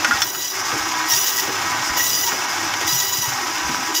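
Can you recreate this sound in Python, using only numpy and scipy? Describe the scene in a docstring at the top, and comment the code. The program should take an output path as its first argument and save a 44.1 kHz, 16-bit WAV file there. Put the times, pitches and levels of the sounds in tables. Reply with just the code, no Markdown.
"""A butcher's band saw slices a block of frozen meat, heard from close above its steel table.
In each cut the teeth buzz, rasp and hiss through the meat, now and then snagging with a squeal.
The free blade rattles in its guides, rings the frame and whistles; these sounds dip during each cut.
Hard pieces knock on the steel and blocks of meat thud onto the table.
Underneath, the motor hums and rumbles, and a low drone rises in pitch with each cut."""
import sys
import numpy as np
from scipy import signal
from scipy.fft import rfft, irfft
from scipy.io import wavfile
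from scipy.ndimage import uniform_filter1d

SR = 44100
rng = np.random.default_rng(int(sys.argv[2]) if len(sys.argv) > 2 else 0)


def generate_wav(sig):
    """Save sig (samples, or channels by samples) to the path in sys.argv[1] as 16-bit PCM at SR."""
    pcm = np.round(np.clip(np.atleast_2d(sig).T, -1, 1) * 32767).astype(np.int16)
    wavfile.write(sys.argv[1], SR, pcm)


N = 176400

# Each pass of the meat through the blade:
# start_s, end_s, rasp_start_db, rasp_end_db, hiss_start_db, hiss_end_db, dip_db
CUTS = [(.196, 0.508, -6, -6.5, 4, 0.5, -9.5), (1.079, 1.399, 1, -2, 12, 7, -5.5),
        (1.962, 2.265, 2, -1.5, 10, 7.5, -6.5), (2.865, 3.251, 2, -3, 10.5, -1, -6),
        (3.939, 4.09, 0.5, 8.5, -1, 3, -8)]


def cutting_teeth(t, rasp, hiss, tooth_hz=980.4, buzz_db=-22.5, rasp_db=-24.5, hiss_db=-26.5):
    """Tooth after tooth strikes the meat, making a rough buzz with a puff of grit for each tooth."""
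    # Tones in the buzz: multiple_of_tooth_rate, level_db
    harmonics = [(1, -10), (2, -5), (3, -6.5), (4, -6), (5, -1.5), (6, 3), (7, -0.5), (8, -15), (9, -12.5),
                 (10, -10.5), (11, -11.5), (12, -10), (13, -7), (14, -13), (15, -2)]
    # Tone colour of the rasping teeth: pitch_hz, level_db
    rasp_spectrum = [(250, -15), (600, -9.5), (950, -11), (1600, -8), (2300, -10.5), (2900, 1), (3700, -2),
                     (4250, -6), (4900, 3.5), (5750, 7), (6800, 3), (7400, -2), (8300, -13), (15000, -39)]
    # Tone colour of the cut's fine hiss: pitch_hz, level_db
    hiss_spectrum = [(4000, -41), (7000, -34), (8300, -7.5), (10500, -1.5), (12500, 1.5), (14000, 7.5),
                     (14900, 5), (15600, 14.5)]
    boost_db, slowing, squeal, octave = snags(t)
    drift = .002 * wander(25)
    jitter = (.008 + .5 * slowing) * wander(1500)  # a snag makes the teeth more uneven
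    turns = np.cumsum(tooth_hz * (1 - slowing + drift + jitter)) / SR  # counts the passing teeth
    buzz = np.zeros(N)
    for multiple, level_db in harmonics:
        flutter_hz = 109.5 + 28.16 * multiple  # higher tones flutter faster
        buzz += gain(level_db + 2.7 * wander(40)) * rough_tone(multiple * turns, .7, flutter_hz)
    puffs = .5 + np.exp(-(turns % 1) / 0.28)
    grit = colour(puffs * grains(per_s=8500, spread_db=9), rasp_spectrum, ripple_db=1.5)
    spray = colour(puffs * grains(per_s=20000, spread_db=0), hiss_spectrum, ripple_db=-0.5)
    chatter = gain(1.5 * wander(90))
    sawing = gain(buzz_db + 0.27 * boost_db) * unit(buzz) + gain(rasp_db + boost_db) * grit
    hissing = gain(hiss_db + wander(63)) * spray
    squeals = squeal * np.sin(2 * np.pi * turns) + octave * np.sin(4 * np.pi * turns)
    return rasp * chatter * sawing + hiss * hissing + squeals


def snags(t):
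    """Harder spots catch the teeth: for a moment the blade slows, rasps louder and squeals."""
    # Hard spots: time_s, half_length_s, rasp_boost_db, slowing_share, squeal_db, octave_above_db
    hard_spots = [(0.424, 0.0071, 7, 0.013, -49, -44), (1.133, 0.015, 6.5, .05, -26, -23),
                  (1.173, .007, 6, 0.0055, -33, -32), (1.285, .02, 5, .01, -45, -48),
                  (1.389, 0.011, 5, 0.014, -29, -21), (1.972, 0.0091, 1, .005, -23, -38),
                  (2.004, 0.0098, 0.5, .035, -34, -16.5), (2.281, 0.013, 4.5, .03, -21, -37),
                  (2.947, 0.0073, 0, 0.0059, -38, -36), (3.019, .015, 3, .002, -37, -30),
                  (3.249, .016, -2, .02, -26.5, -28), (3.999, 0.0096, 2, 0.0052, -35, -50)]
    boost_db, slowing, squeal, octave = np.zeros((4, N))
    for time_s, half_length_s, extra_db, slowing_share, squeal_db, octave_db in hard_spots:
        bump = np.exp(-.5 * ((t - time_s) / half_length_s) ** 2)
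        boost_db += extra_db * bump
        slowing += slowing_share * bump
        squeal += gain(squeal_db) * bump
        octave += gain(octave_db) * bump
    return boost_db, slowing, squeal, octave


def cut_levels(t, entry_s=0.012, exit_s=0.06, dip_s=0.032, recover_s=0.023):
    """How strongly the teeth rasp and hiss, and how far the machine's sound dips, during each cut."""
    rasp, hiss, dip_db = np.zeros((3, N))
    for start, end, rasp_start, rasp_end, hiss_start, hiss_end, full_dip_db in CUTS:
        since_start, since_end = np.maximum(t - start, 0), np.maximum(t - end, 0)
        bite = np.minimum(since_start / entry_s, 1) * np.exp(-since_end / exit_s)
        rasp += bite * gain(np.interp(t, [start, end], [rasp_start, rasp_end]))
        hiss += bite * gain(np.interp(t, [start, end], [hiss_start, hiss_end]))
        dip = (1 - np.exp(-since_start / dip_s)) * np.exp(-since_end / recover_s)
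        dip_db += full_dip_db * dip
    return rasp, hiss, dip_db


def free_blade(dip_db, tooth_hz=987):
    """The running blade rattles and scrapes in its guides, rings the frame and whistles."""
    # Tone colour of the rattle: pitch_hz, level_db
    rattle_spectrum = [(200, -52), (400, -15.5), (560, -15.5), (680, -6.5), (820, 0), (1100, 0.5),
                       (1450, -1), (1750, -4), (2200, -10), (2700, -7), (3400, -8.5), (4200, -14.5),
                       (8000, -34)]
    # How the rattle swells and fades: time_s, level_db
    rattle_levels = [(0, 3), (.07, -2), (.17, 3), (.5, -4.5), (.72, 1), (.8, 0), (1.04, 1.5), (1.45, 0),
                     (1.65, 1), (1.95, 1), (2.4, -1), (2.84, 0.5), (3.3, -1), (3.55, 0), (3.72, 0),
                     (4, -2.5)]
    # Ringing notes of the blade and frame: pitch_hz, width_hz, level_db
    frame_notes = [(255.7, 10, -1), (818, 26, 2), (944, 28, -4.5), (1050, 55, -4.5), (1286.6, 25, 4),
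                   (1454, 100, -19), (1538, 62, 1), (1661.4, 17, 4), (1880, 46, 4)]
    # Tone colour of the blade scraping its guides: pitch_hz, level_db
    scrape_spectrum = [(2000, -1), (4200, -14), (4700, 1), (5300, 3.5), (5900, -1), (6500, 0.5), (7200, -6),
                       (8200, -14), (11300, -15.5), (12000, -13.5), (12700, -16), (15300, -13)]
    # Thin, high ringing notes of the blade: pitch_hz, width_hz, level_db
    blade_notes = [(2906, 120, -2), (3360, 13, -24), (5170, 90, 1.5), (5490, 60, 1), (5886, 150, 4.5),
                   (6500, 120, -3), (6900, 57, -3.5), (7130, 69, 0), (7750, 60, -11)]
    # How the whistle of the free teeth swells and fades: time_s, level_db
    whistle_levels = [(0, -4), (.65, -33), (.85, 4.5), (.98, 14.5), (1.1, 0), (1.5, -4), (1.73, 8.5),
                      (1.95, 3.5), (2.4, -2), (2.8, 4), (3.4, 0.5), (3.75, 7), (4, 0.5)]
    shake = gain(1.15 * wander(110))
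    rattle = gain(-26) * colour(shake * grains(per_s=3500, spread_db=3), rattle_spectrum, ripple_db=3.5)
    frame_ring = gain(-31) * ringing(shake * grains(per_s=3000, spread_db=0.5), frame_notes)
    rub = gain(1.6 * wander(60)) * grains(per_s=6000, spread_db=3.5)
    scrape = gain(-28) * colour(rub, scrape_spectrum, ripple_db=4.5)
    blade_ring = gain(-33) * ringing(grains(per_s=5100, spread_db=0), blade_notes)
    turns = np.cumsum(tooth_hz * (1 + 0.00428 * wander(60))) / SR
    whistle_db = -39 + curve(whistle_levels) + 2.8 * wander(35.7)
    whistle = np.sqrt(2) * np.sin(2 * np.pi * turns) * gain(whistle_db)
    clatter = (rattle + frame_ring) * gain(curve(rattle_levels))
    return gain(dip_db) * (clatter + whistle) + gain(1.8 * dip_db) * (scrape + blade_ring)


def knocks(t, crack_s=0.0052, contact_s=.011):
    """Hard pieces strike the steel: a brief rough contact cracks and sets low and high notes ringing."""
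    # Each knock: start_s, low_ring_db, high_ring_db, crack_db, stretch (multiplies all its fade times)
    hits = [(.046, -5.5, -13.5, -12.5, 0.98), (.110, -5.5, -33, -22, 1.2), (.219, -11.5, -8, -17.5, 1),
            (0.349, -22, -34, -25, 1.1), (1.894, -17, -27, -35, .8), (2.32, -18, -37, -28, 1),
            (2.738, -16, -22, -18, 0.54), (3.746, -15, -29, -28, 0.14)]
    # Low notes of the steel: pitch_hz, fade_s (to fall 60 dB, before stretching), level_db
    low_notes = [(1300, 0.054, -41), (1435, 0.057, 11.5), (1560, 0.023, 13.5), (1657, 0.18, -22.5),
                 (1890, 0.11, -2)]
    # High notes of the steel: pitch_hz, fade_s (as above), level_db
    high_notes = [(2610, .04, -27), (3480, 0.025, 7), (4400, 0.034, 1), (4800, 0.041, -13),
                  (5450, 0.028, 11.5), (5600, .06, -17.5), (6060, 0.025, 10), (6570, 0.033, -16)]
    out, age = np.zeros(N), t[:SR // 4]
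    low_cut = signal.butter(2, 990, "high", fs=SR, output="sos")  # the knocks carry little bass
    for start_s, low_db, high_db, crack_db, stretch in hits:
        fade_age = age / stretch
        crack = resonate(rng.standard_normal(len(age)), pitch_hz=2730, width_hz=1100)
        parts = [(crack * np.exp(-fade_age / crack_s), crack_db)]
        for notes, ring_db in ((low_notes, low_db), (high_notes, high_db)):
            ring = sum(gain(db - 60 * fade_age / fade_s) * np.sin(2 * np.pi * hz * age)
                       for hz, fade_s, db in notes)
            contact = 0.12 * rng.standard_normal(len(age)) * np.exp(-fade_age / contact_s)
            contact[0] = 1  # the first sharp tap
            parts.append((signal.fftconvolve(contact, ring)[:len(age)], ring_db))
        knock = sum(gain(db) * part / np.std(part[:SR // 100]) / 2 for part, db in parts)
        out += np.interp(t - start_s, age, signal.sosfilt(low_cut, knock), left=0, right=0)
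    return out


def thuds(t, decay_s=0.036):
    """Blocks of meat land on the table, which booms briefly."""
    # Meat set down: start_s, level_db, pitch_hz, width_share (of the pitch)
    landings = [(.08, -34.5, 235, 0.26), (0.138, -38, 75, 0.73), (0.591, -46, 98, 0.22),
                (0.724, -31.5, 340, 0.74), (0.728, -38, 109, 0.64), (.795, -45, 80, 0.65),
                (1.124, -40, 132, 0.26), (1.475, -31.5, 370, .6), (1.77, -43, 132, 0.4),
                (2.129, -42, 142.4, 0.66), (1.896, -38.5, 74, .7), (2.325, -29.5, 423, 2.6),
                (2.81, -35, 325, 0.78), (2.84, -40, 96, 0.52), (2.921, -33.5, 142, 0.27),
                (3.181, -38, 122, 0.57), (3.271, -35, 129.6, .4), (3.636, -40, 79.1, 1),
                (3.69, -31, 246, 0.76), (3.78, -34.5, 257, 0.49), (3.885, -36, 346, 0.33)]
    out, age = np.zeros(N), t[:SR // 3]
    for start_s, level_db, pitch_hz, width_share in landings:
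        push = rng.standard_normal(len(age)) * np.exp(-age / decay_s)
        width_hz = width_share * pitch_hz
        boom = resonate(resonate(push, pitch_hz, width_hz), pitch_hz, width_hz)
        boom /= np.std(boom[:SR // 20])
        out += gain(level_db) * np.interp(t - start_s, age, boom, left=0, right=0)
    return out


def drone(t, dip_db, idle_hz=318, loaded_hz=380, settle_s=0.074):
    """The machine drones unsteadily, higher under load; its level dips along with the blade's rattle."""
    load = np.zeros(N)
    for start, end, *_ in CUTS:
        load += np.clip((t - start) / .1, 0, 1) * np.exp(-np.maximum(t - end - .15, 0) / settle_s)
    turns = np.cumsum(idle_hz + (loaded_hz - idle_hz) * np.minimum(load, 1)) / SR
    tone = rough_tone(turns, roughness=1.4, flutter_hz=85) * gain(2.65 * wander(14))
    return unit(tone) * gain(-38.5 + 0.8 * dip_db)


def motor(t, hum_hz=101.6):
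    """The electric supply makes the motor hum, and the wheels rumble in the cabinet."""
    # Tone colour of the rumble: pitch_hz, level_db
    rumble_spectrum = [(25, -23), (60, -13.5), (100, -3), (140, -3.5), (180, -7.5), (225, -6), (260, -7.5),
                       (290, 2), (390, -5.5), (450, -9.5), (700, -5.5), (1500, -28)]
    # How hum and rumble swell and fade together: time_s, level_db
    motor_levels = [(0, 3), (.25, 1.5), (.45, -4.5), (.62, 1.5), (1.0, -1), (1.3, -3.5), (1.5, 5),
                    (2.15, 4), (2.3, 2.5), (2.45, 3), (2.75, 4), (2.95, -11), (3.07, 0.5), (3.3, -1),
                    (3.8, 3.5), (4, -10)]
    hum = np.sqrt(2) * np.sin(2 * np.pi * hum_hz * t + 0.1 * wander(8.6))
    hum *= gain(-53.5 + 2 * wander(9))
    rumble = gain(-42 + 1.3 * wander(22)) * colour(rng.standard_normal(N), rumble_spectrum)
    return (hum + rumble) * gain(curve(motor_levels))


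def gain(db):
    """Turn decibels into a number to multiply by."""
    return 10 ** (np.asarray(db) / 20)


def unit(x):
    """Scale a signal to an average strength (rms) of 1."""
    return x / np.sqrt(np.mean(x ** 2) + 1e-18)


def curve(points):
    """Join (time_s, value) points with straight lines."""
    return np.interp(np.arange(N) / SR, *np.array(points).T)


def wander(rate_hz):
    """Smooth random motion with a typical size of 1."""
    step = max(int(SR / rate_hz), 2)
    held = rng.standard_normal(N // 2 + 2)[np.arange(N) // step]
    return unit(uniform_filter1d(uniform_filter1d(held, step), step))


def grains(per_s, spread_db):
    """A dense stream of tiny impacts; spread_db makes their sizes uneven."""
    clicks = (rng.random(N) < per_s / SR) * np.sign(rng.standard_normal(N))
    sizes = gain(spread_db * np.clip(rng.standard_normal(N), -2, 2))
    return unit(clicks * sizes)


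def rough_tone(turns, roughness, flutter_hz):
    """A tone whose strength and phase flutter at random; turns counts its cycles."""
    tone = (1 + roughness * wander(flutter_hz)) * np.cos(2 * np.pi * turns)
    return tone + roughness * wander(flutter_hz) * np.sin(2 * np.pi * turns)


def colour(x, spectrum, ripple_db=0):
    """Give x a tone colour, with random ripples for the steel's many close resonances."""
    pitch_hz, level_db = np.array(spectrum).T
    freqs = np.maximum(np.fft.rfftfreq(N, 1 / SR), 1)
    ripple_hz = np.arange(0, SR / 2, 35)
    ripple = ripple_db * np.interp(freqs, ripple_hz, rng.standard_normal(len(ripple_hz)))
    shape_db = np.interp(np.log(freqs), np.log(pitch_hz), level_db) + ripple
    bass_fade = np.minimum(freqs / pitch_hz[0], 1) ** 2
    return unit(irfft(rfft(x) * gain(shape_db) * bass_fade, N))


def resonate(x, pitch_hz, width_hz):
    """One resonance: keep the part of x that lies near a pitch."""
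    return signal.lfilter(*signal.iirpeak(pitch_hz, pitch_hz / width_hz, fs=SR), x)


def ringing(x, notes):
    """Let x ring a set of resonances, each applied twice to make it sharper."""
    return unit(sum(gain(db) * resonate(resonate(x, hz, width), hz, width) for hz, width, db in notes))


def scene():
    """Saw, meat and table, the same in both ears."""
    t = np.arange(N) / SR
    rasp, hiss, dip_db = cut_levels(t)
    blade = cutting_teeth(t, rasp, hiss) + free_blade(dip_db)
    mono = blade + drone(t, dip_db) + motor(t) + knocks(t) + thuds(t)
    return np.array([mono, mono])


def record(dry, top_hz=15550):
    """Round off the loudest peaks and remove the highest treble."""
    high_cut = signal.ellip(10, .2, 80, top_hz, fs=SR, output="sos")
    return signal.sosfilt(high_cut, np.tanh(dry))


dry = scene()
out = record(dry)
generate_wav(out)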